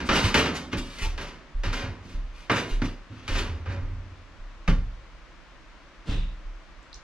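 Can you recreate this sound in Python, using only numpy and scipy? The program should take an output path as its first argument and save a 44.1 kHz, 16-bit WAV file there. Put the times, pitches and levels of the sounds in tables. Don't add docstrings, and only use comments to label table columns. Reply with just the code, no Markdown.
import sys
import numpy as np
from scipy import signal
from scipy.fft import rfft, irfft, next_fast_len
from scipy.io import wavfile
from scipy.ndimage import uniform_filter1d

SR = 44100
rng = np.random.default_rng(int(sys.argv[2]) if len(sys.argv) > 2 else 0)


def waveform_to_disk(signal):
    frames = np.transpose(np.atleast_2d(signal))
    scaled = np.clip(frames, -1, 1) * 32767
    samples = np.round(scaled).astype(np.int16)
    wavfile.write(sys.argv[1], SR, samples)


N = 310440
TIME = np.arange(N) / SR
TAIL = TIME[:SR]


def from_db(db):
    return np.exp(np.asarray(db) * (np.log(10) / 20))


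def unit_rms(x):
    return x / np.sqrt(np.mean(x ** 2) + 1e-20)


def at_hz(curve, hz):
    curve = np.array(curve)
    return np.interp(np.log(hz + 1), np.log(curve[:, 0] + 1), curve[:, 1])


def fade(t60_s):
    return from_db(-60 * TAIL / max(t60_s, 1e-3))


def add(out, start_s, sound):
    start = max(round(start_s * SR), 0)
    out[:, start:start + sound.shape[-1]] += sound[..., :N - start]


def band(x, low_hz, high_hz, order=2):
    edges_hz = [low_hz, min(high_hz, SR / 2 - 1000)]
    return signal.sosfilt(signal.butter(order, edges_hz, "band", fs=SR, output="sos"), x)


def even(x, window_s=0.026):
    power = uniform_filter1d(np.mean(x ** 2, axis=0), int(window_s * SR))
    return x / np.sqrt(np.maximum(power, 1e-20))


def stereo_noise(spectrum, likeness, balance, lift=lambda hz: 0):
    size = next_fast_len(N, True)
    hz = np.fft.rfftfreq(size, 1 / SR)
    mid, side = rfft(rng.standard_normal((2, size)))
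    alike, sides = np.clip(at_hz(likeness, hz), 0, 1), np.array([[1], [-1]])
    pair = np.sqrt(1 + alike) * mid + np.sqrt(1 - alike) * side * sides
    eq_db = at_hz(spectrum, hz) + lift(hz) + sides * at_hz(balance, hz) / 2
    return unit_rms(irfft(pair * from_db(eq_db), size)[:, :N])


# frequency_hz, relative_db
ROOM_EQ = [(15, -31), (25, 11.5), (49, 8), (81, -10.5), (172, -7.5), (213, -11), (243, -12.5), (326, -7),
           (404, -16), (573, -10.5), (769, -16), (1060, -11), (2130, -15), (6200, -29), (15000, -62.5)]
# frequency_hz, left_right_likeness
ROOM_FOCUS = [(40, 0.84), (130, 0.43), (640, 0.87), (1400, 0.82), (3100, 0.31), (7000, 0.22), (15000, .05)]
# frequency_hz, left_minus_right_db
ROOM_PAN = [(60, -1.5), (110, 6.5), (200, -7), (380, 0.5), (700, 0.5), (1290, 3), (2380, 3.0), (4400, 2),
            (8120, 0), (15000, -3)]

def room_tone(level_db=-48.5):
    return from_db(level_db) * stereo_noise(ROOM_EQ, ROOM_FOCUS, ROOM_PAN)


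# pitch_hz, width_hz, lift_db, clearest_mode_db, clearest_mode_t60_s
STEEL_MODES = [(251.3, 21, 2.5, 1.5, 0.79), (288, 50, 3, -7.5, 0.94), (450.7, 30, 0, -1, 0.28),
               (553, 23, 5, 6, 0.29), (852, 11, 0.5, 4, 0.39), (927, 21, 6, 1, 0.37),
               (990, 18, 6.5, -6, 0.34), (1207, 130, 3, 8, 0.14), (1530, 36, -0.5, -2, 0.48),
               (1600, 22, 1, 7.5, 0.4), (1730, 35, 0, -9, 0.6), (1826, 27, 3, -3, 0.25),
               (2080, 35, 0.5, -18, 0.45), (2141, 26, 8, -5, 0.18), (2410, 94, 6, -3, 0.26),
               (2630, 33, 0, 1.5, 0.26), (2870, 110, 2.5, 1.5, 0.23), (3020, 50, 1.5, 1, .5),
               (3804, 110, 3.5, -8, 0.43), (4440, 120, 4.5, -10, 0.48), (4900, 78, 4.5, -20, 0.55),
               (5970, 64, 6, -10, 0.32), (6050, 46, -3, -25, 0.35)]

def sheet_resonances(hz, scatter_db=1.0, spacing_hz=70):
    clusters = sum(lift_db / (1 + (2 * (hz - pitch_hz) / width_hz) ** 2)
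                   for pitch_hz, width_hz, lift_db, _, _ in STEEL_MODES)
    others = np.interp(hz / spacing_hz, np.arange(SR), rng.standard_normal(SR))
    return clusters + scatter_db * others * np.minimum(hz / 6000, 1)


def clear_modes(tones, spread_db=4.0, ear_spread=0.17):
    count = len(tones)
    strength = from_db(rng.normal(0, spread_db, count)) * rng.choice([-1, 1], count)
    per_ear = 1 + ear_spread * rng.standard_normal((2, count))
    return unit_rms((strength * per_ear) @ tones)


# low_hz, high_hz, t60_s
STEEL_REGISTERS = [(123, 405, 0.83), (394, 1018, 0.74), (1042, 2190, 0.56), (2397, 6330, 0.45),
                   (6660, 12440, 0.4)]
# frequency_hz, relative_db
STEEL_EQ = [(120, 2.5), (240, 0), (400, -6.5), (720, -9.5), (1100, -12), (1400, -7), (2100, -12),
            (3000, -13), (6100, -23.5), (7000, -30.5), (12000, -41), (15500, -31)]
# frequency_hz, left_right_likeness
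FOLEY_FOCUS = [(100, 1.14), (400, .95), (1200, 0.85), (2400, 0.76), (4500, 1.04), (9000, -0.57)]
# frequency_hz, left_minus_right_db
FOLEY_PAN = [(60, -2), (110, 1.5), (200, -3.5), (380, -1.5), (700, -1), (1290, -1.5), (2380, 2),
             (4400, -0.5), (8120, -2), (15000, -4.5)]

def sheet_voice():
    colour = stereo_noise(STEEL_EQ, FOLEY_FOCUS, FOLEY_PAN, sheet_resonances)
    shimmer = [even(band(colour, low, high, order=4)) for low, high, _ in STEEL_REGISTERS]
    tones = [from_db(db) * fade(t60_s) * np.sin(2 * np.pi * hz * TAIL)
             for hz, _, _, db, t60_s in STEEL_MODES]
    return shimmer, np.array(tones)


def register_levels(colour_db, level_db, tilt_db_per_octave, tilt_above_hz=1500):
    octaves = np.log2([np.sqrt(low * high) / tilt_above_hz for low, high, _ in STEEL_REGISTERS])
    return level_db + np.array(colour_db) + tilt_db_per_octave * np.maximum(octaves, 0)


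CRACK_EQ = [-5, -3, 2.5, -0.5, .5]

def crowded_modes(shimmer, start_s, levels_db, ring, crack_db, crack_t60_s=0.066, build_cycles=1.13):
    start, out = int(np.clip(start_s * SR, 0, N - SR)), 0
    for noise, level_db, eq_db, (low_hz, _, t60_s) in zip(shimmer, levels_db, CRACK_EQ, STEEL_REGISTERS):
        crack = from_db(crack_db + eq_db) * fade(crack_t60_s)
        build = 1 - np.exp(-TAIL * low_hz / build_cycles)
        envelope = from_db(level_db) * build * np.hypot(fade(t60_s * ring), crack)
        out = out + noise[:, start:start + SR] * envelope
    return out


KNOCK_EQ = [-2, -4, 0.5, -0.5, -20]
# start_s, strength_db, tilt_db_per_octave, ring_time_factor, skid_length_s
EDGE_HITS = [(0.002, -36, -0.5, 0.94, 0), (0.089, -22, -2, 1.37, .11), (0.342, -21, 2, 0.9, 0.058),
             (0.457, -36, 2, 0.6, 0.015), (0.729, -32.5, -.5, 0.43, 0), (0.984, -47, 6.5, .9, 0.00062),
             (1.176, -38, 0.5, 1.25, 0.061), (1.634, -35, 0.5, 1.33, 0.0098), (1.728, -40, 5, 0.99, 0.062),
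             (2.4964, -20.5, -6, .75, 0.0043), (2.817, -34.5, -1.5, 0.54, 0.03),
             (3.278, -35, 2.5, 1.05, 0.083), (3.352, -35.5, 2, 1.14, 0.0021), (3.657, -42, -6, 1.6, 0),
             (4.677, -29.5, -1, .5, 0.0052)]

def knocks(shimmer, tones, crowd_db=-3.0, clear_db=-21.0, loud_db=-28, loud_rise_s=0.00049):
    out, free_t60_s = np.zeros((2, N)), STEEL_REGISTERS[2][2]
    for start_s, strength_db, tilt, ring, _ in EDGE_HITS:
        levels_db = register_levels(KNOCK_EQ, strength_db, tilt)
        crack_db = -3 + 11 * (1 - ring)
        rise_s = loud_rise_s * from_db(0.51 * (loud_db - strength_db))
        crowd = from_db(crowd_db) * crowded_modes(shimmer, start_s, levels_db, ring, crack_db)
        damping = fade(free_t60_s * min(ring, 1)) / fade(free_t60_s)
        clear = from_db(levels_db[2] + clear_db) * clear_modes(tones) * damping
        add(out, start_s, (crowd + clear) * (1 - np.exp(-TAIL / rise_s)))
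    return out


def boom(modes, build_s=0.0018, flutter=0.65):
    out = 0
    for hz, level_db, t60_s in modes:
        neighbours = unit_rms(band(rng.standard_normal(SR + SR // 10), hz * 0.61, hz * 1.057)[-SR:])
        tone = np.sin(2 * np.pi * hz * TAIL) + flutter * neighbours
        out = out + from_db(level_db) * fade(t60_s) * tone
    return out * (1 - np.exp(-TAIL / build_s))


# pitch_hz, relative_db
BENDING_MODES = [(184, -6), (251, 0.5), (282, -4), (350, -8), (560, -15.5)]
# start_s, level_db, pitch_hz, t60_s, upper_modes_db
FLEXES = [(0.002, -35.5, 76, 0.68, 0), (0.096, -29, 67, 0.44, -5), (0.239, -14.5, 105.8, .17, -16),
          (0.343, -30.5, 76, 1.2, -1), (0.729, -28.5, 107, 0.43, -1), (1.015, -28, 75.3, 0.68, -29),
          (1.655, -27, 104.3, 0.33, -32), (1.836, -28, 97.4, 0.56, -20), (2.05, -47, 97, 0.76, -1.5),
          (2.51, -29, 111.4, .7, -15), (2.819, -27, 99, 0.27, 3), (3.1, -40.5, 105.8, 0.97, -7),
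          (3.288, -29, 89.4, 1.03, -23), (3.491, -29, 84.5, 0.67, -30), (3.67, -27, 92.6, 1.48, -19.5)]

def wobbles():
    out = np.zeros((2, N))
    for start_s, level_db, pitch_hz, t60_s, upper_db in FLEXES:
        upper = [(hz, db + upper_db, t60_s) for hz, db in BENDING_MODES]
        add(out, start_s, from_db(level_db) * boom([(pitch_hz, 0, t60_s)] + upper))
    return out * from_db([[-0.6], [0.6]])


def skids(delay_s=0.016, relative_db=-8.5, tilt_db_per_octave=1.0):
    return [(start_s + delay_s, length_s, strength_db + relative_db, tilt_db_per_octave)
            for start_s, strength_db, _, _, length_s in EDGE_HITS if length_s > 0]


SCRAPE_EQ = [-1.5, -2.5, 0, 3.5, -12.5]
# start_s, length_s, strength_db, tilt_db_per_octave
EDGE_DRAGS = [(0.043, 0.049, -50.5, 4.5), (0.20, .11, -35, 1.5), (0.527, .054, -41.5, 3),
              (0.712, 0.025, -40, -1), (0.762, .04, -43, 3.5), (0.80, 0.27, -53.5, 3),
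              (1.003, .06, -41, 3.5), (1.259, 0.039, -49, 1.5), (1.75, 0.11, -39.5, -3.5),
              (2.0, .19, -60, 2), (2.318, .15, -58.5, 2), (2.525, 0.085, -35, 0.5),
              (2.648, 0.13, -51.5, 2.5), (3.072, 0.38, -55, -2), (3.366, 0.044, -37.5, 2),
              (3.678, 0.08, -45, -4)]

def scrapes(shimmer, tones, slips_per_s=750, uneven_db=4.5, ring=0.9, crack_db=7.5, clear_db=-29.0):
    out = np.zeros((2, N))
    slip_envelope = np.hypot(fade(STEEL_REGISTERS[2][2] * ring), from_db(crack_db) * fade(0.053))
    slip_energy = np.sum(slip_envelope ** 2)
    for start_s, length_s, strength_db, tilt in list(EDGE_DRAGS) + skids():
        levels_db = register_levels(SCRAPE_EQ, strength_db, tilt)
        slipping = rng.random(SR) < slips_per_s / SR
        size = rng.standard_normal(SR)
        slips = slipping * np.sign(size) * from_db(uneven_db * np.abs(size))
        count = int(np.clip(length_s * SR, 100, SR))
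        force = unit_rms(slips[:count]) * np.sqrt(np.hanning(count) / slip_energy)
        crowd = crowded_modes(shimmer, start_s, levels_db, ring, crack_db)
        clear = from_db(levels_db[2] + clear_db) * clear_modes(tones)
        add(out, start_s, signal.fftconvolve(crowd + clear, force[None], axes=1))
    return out


# pitch_hz, relative_db, t60_s
FLOOR_BODY = [(33.74, 6, 0.62), (38, -30, .3), (53.4, -3, 0.79), (62, -6, 0.31)]
# pitch_hz, relative_db, t60_s
BOARD_RING = [(105.9, -14.5, 0.57), (175.9, -13, .38), (275.7, -22, 0.34), (542, -23, .14)]
# start_s, level_db, push_s
FOOTFALLS = [(0.088, -23, 0.0057), (0.24, -25, 0.015), (0.77, -26, 0.013), (1.02, -18.5, 0.019),
             (1.54, -20, 0.024), (1.661, -23, 0.016), (2.138, -21.5, 0.019), (2.705, -17.5, 0.0344),
             (3.301, -19, .023), (3.809, -24.5, .038), (4.391, -32, 0.031), (4.68, -9, 0.011),
             (6.085, -19, .012), (6.135, -20.5, 0.013), (6.17, -21, 0.018), (6.44, -30, 0.025)]

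def steps(heel_s=0.016, heel_roll_s=0.0085):
    out = np.zeros((2, N))
    floor = sum(from_db(db) * fade(t60_s) * np.sin(2 * np.pi * hz * TAIL) for hz, db, t60_s in FLOOR_BODY)
    for start_s, level_db, push_s in FOOTFALLS:
        softness = push_s / heel_s
        roll = 1 - np.exp(-TAIL / (heel_roll_s * softness ** 2))
        push = np.sin(np.pi * np.minimum(TAIL / push_s, 1)) ** 2
        thud = roll * signal.fftconvolve(floor, push)[:SR]
        boards = boom(BOARD_RING) / (1 + softness ** 6)
        add(out, start_s, from_db(level_db) * (thud / np.abs(thud).max() + boards))
    return out


# start_s, length_s, pitch_hz, level_db
EDGE_SQUEALS = [(0.96, .087, 2080, -42), (0.99, 0.092, 2936, -41), (1.02, 0.081, 884, -40.5),
                (1.201, 0.083, 567, -46), (1.722, .034, 1396, -35), (1.726, 0.1, 2100, -42.5),
                (1.786, 0.14, 1670, -46.5), (2.81, 0.036, 835, -49), (3.661, .17, 560, -46.5)]

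def squeals(waver=0.025, attack_s=0.01):
    out = np.zeros((2, N))
    for start_s, length_s, pitch_hz, level_db in EDGE_SQUEALS:
        jitter = unit_rms(band(rng.standard_normal(SR), 13, 118))
        phase = 2 * np.pi * np.cumsum(pitch_hz * (1 + waver * jitter)) / SR
        swell = np.exp(-(3.4 * (TAIL / length_s - 0.5)) ** 2) * np.minimum(TAIL / attack_s, 1)
        add(out, start_s, from_db(level_db) * swell * np.sqrt(2) * np.sin(phase))
    return out


# frequency_hz, relative_db
SOLE_EQ = [(130, 7), (300, 2), (600, -9), (1400, -9), (2400, -11.5), (3600, -11), (4600, -16.5),
           (8000, -26.5), (13000, -47), (16000, -50)]

def scuff(start_s=6.052, level_db=-35.0, attack_s=0.046, hold_s=0.035, fall_db_per_s=135.0, grit_db=1.5):
    since_s = TIME - start_s
    fall_db = fall_db_per_s * np.maximum(since_s - attack_s - hold_s, 0)
    grain = unit_rms(band(rng.standard_normal(N), 32, 340))
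    pressure = np.clip(since_s / attack_s, 0, 1) * from_db(level_db - fall_db + grit_db * grain)
    return pressure * stereo_noise(SOLE_EQ, FOLEY_FOCUS, FOLEY_PAN)


# pitch_hz, width_hz, relative_db
SOLE_BANDS = [(2720, 430, -45.5), (3505, 140, -46.5), (3720, 130, -48.5), (3900, 180, -54)]

def rasp(start_s=6.09, rise_s=0.01, gain_db=1.5, t60_s=0.8, stop_s=0.25):
    out = np.zeros((2, N))
    bands = sum(from_db(db) * unit_rms(band(rng.standard_normal((2, SR)), hz - width / 2, hz + width / 2))
                for hz, width, db in SOLE_BANDS)
    envelope = (1 - np.exp(-TAIL / rise_s)) * fade(t60_s) / (1 + (TAIL / stop_s) ** 10)
    add(out, start_s, from_db(gain_db) * bands * envelope)
    return out


# start_s, strength_db, pitch_hz
FINGER_CLICKS = [(6.828, -48, 7500), (6.929, -25, 4300), (6.943, -27.5, 6000), (6.952, -33, 4800),
                 (6.958, -36, 6200)]

def clicks(t60_s=0.0089, room_db=-13.0, room_t60_s=0.26):
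    out = np.zeros((2, N))
    envelope = fade(t60_s) + from_db(room_db) * fade(room_t60_s)
    for start_s, strength_db, pitch_hz in FINGER_CLICKS:
        burst = rng.standard_normal((2, SR)) * envelope
        add(out, start_s, from_db(strength_db) * band(burst, pitch_hz * 0.85, pitch_hz * 1.076))
    return out


def scene():
    shimmer, tones = sheet_voice()
    edge = knocks(shimmer, tones) + scrapes(shimmer, tones) + squeals()
    edge[0] = np.concatenate([[0, 0], edge[0, :-2]])
    return edge + wobbles() + steps() + room_tone() + scuff() + rasp() + clicks()


def record(dry, low_cuts_hz=(20, 11), high_cut_hz=15300):
    ears = [signal.sosfilt(signal.butter(1, hz, "high", fs=SR, output="sos"), channel)
            for channel, hz in zip(dry, low_cuts_hz)]
    return signal.sosfilt(signal.ellip(10, 0.1, 80, high_cut_hz, fs=SR, output="sos"), ears)


dry = scene()
out = record(dry)
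waveform_to_disk(out)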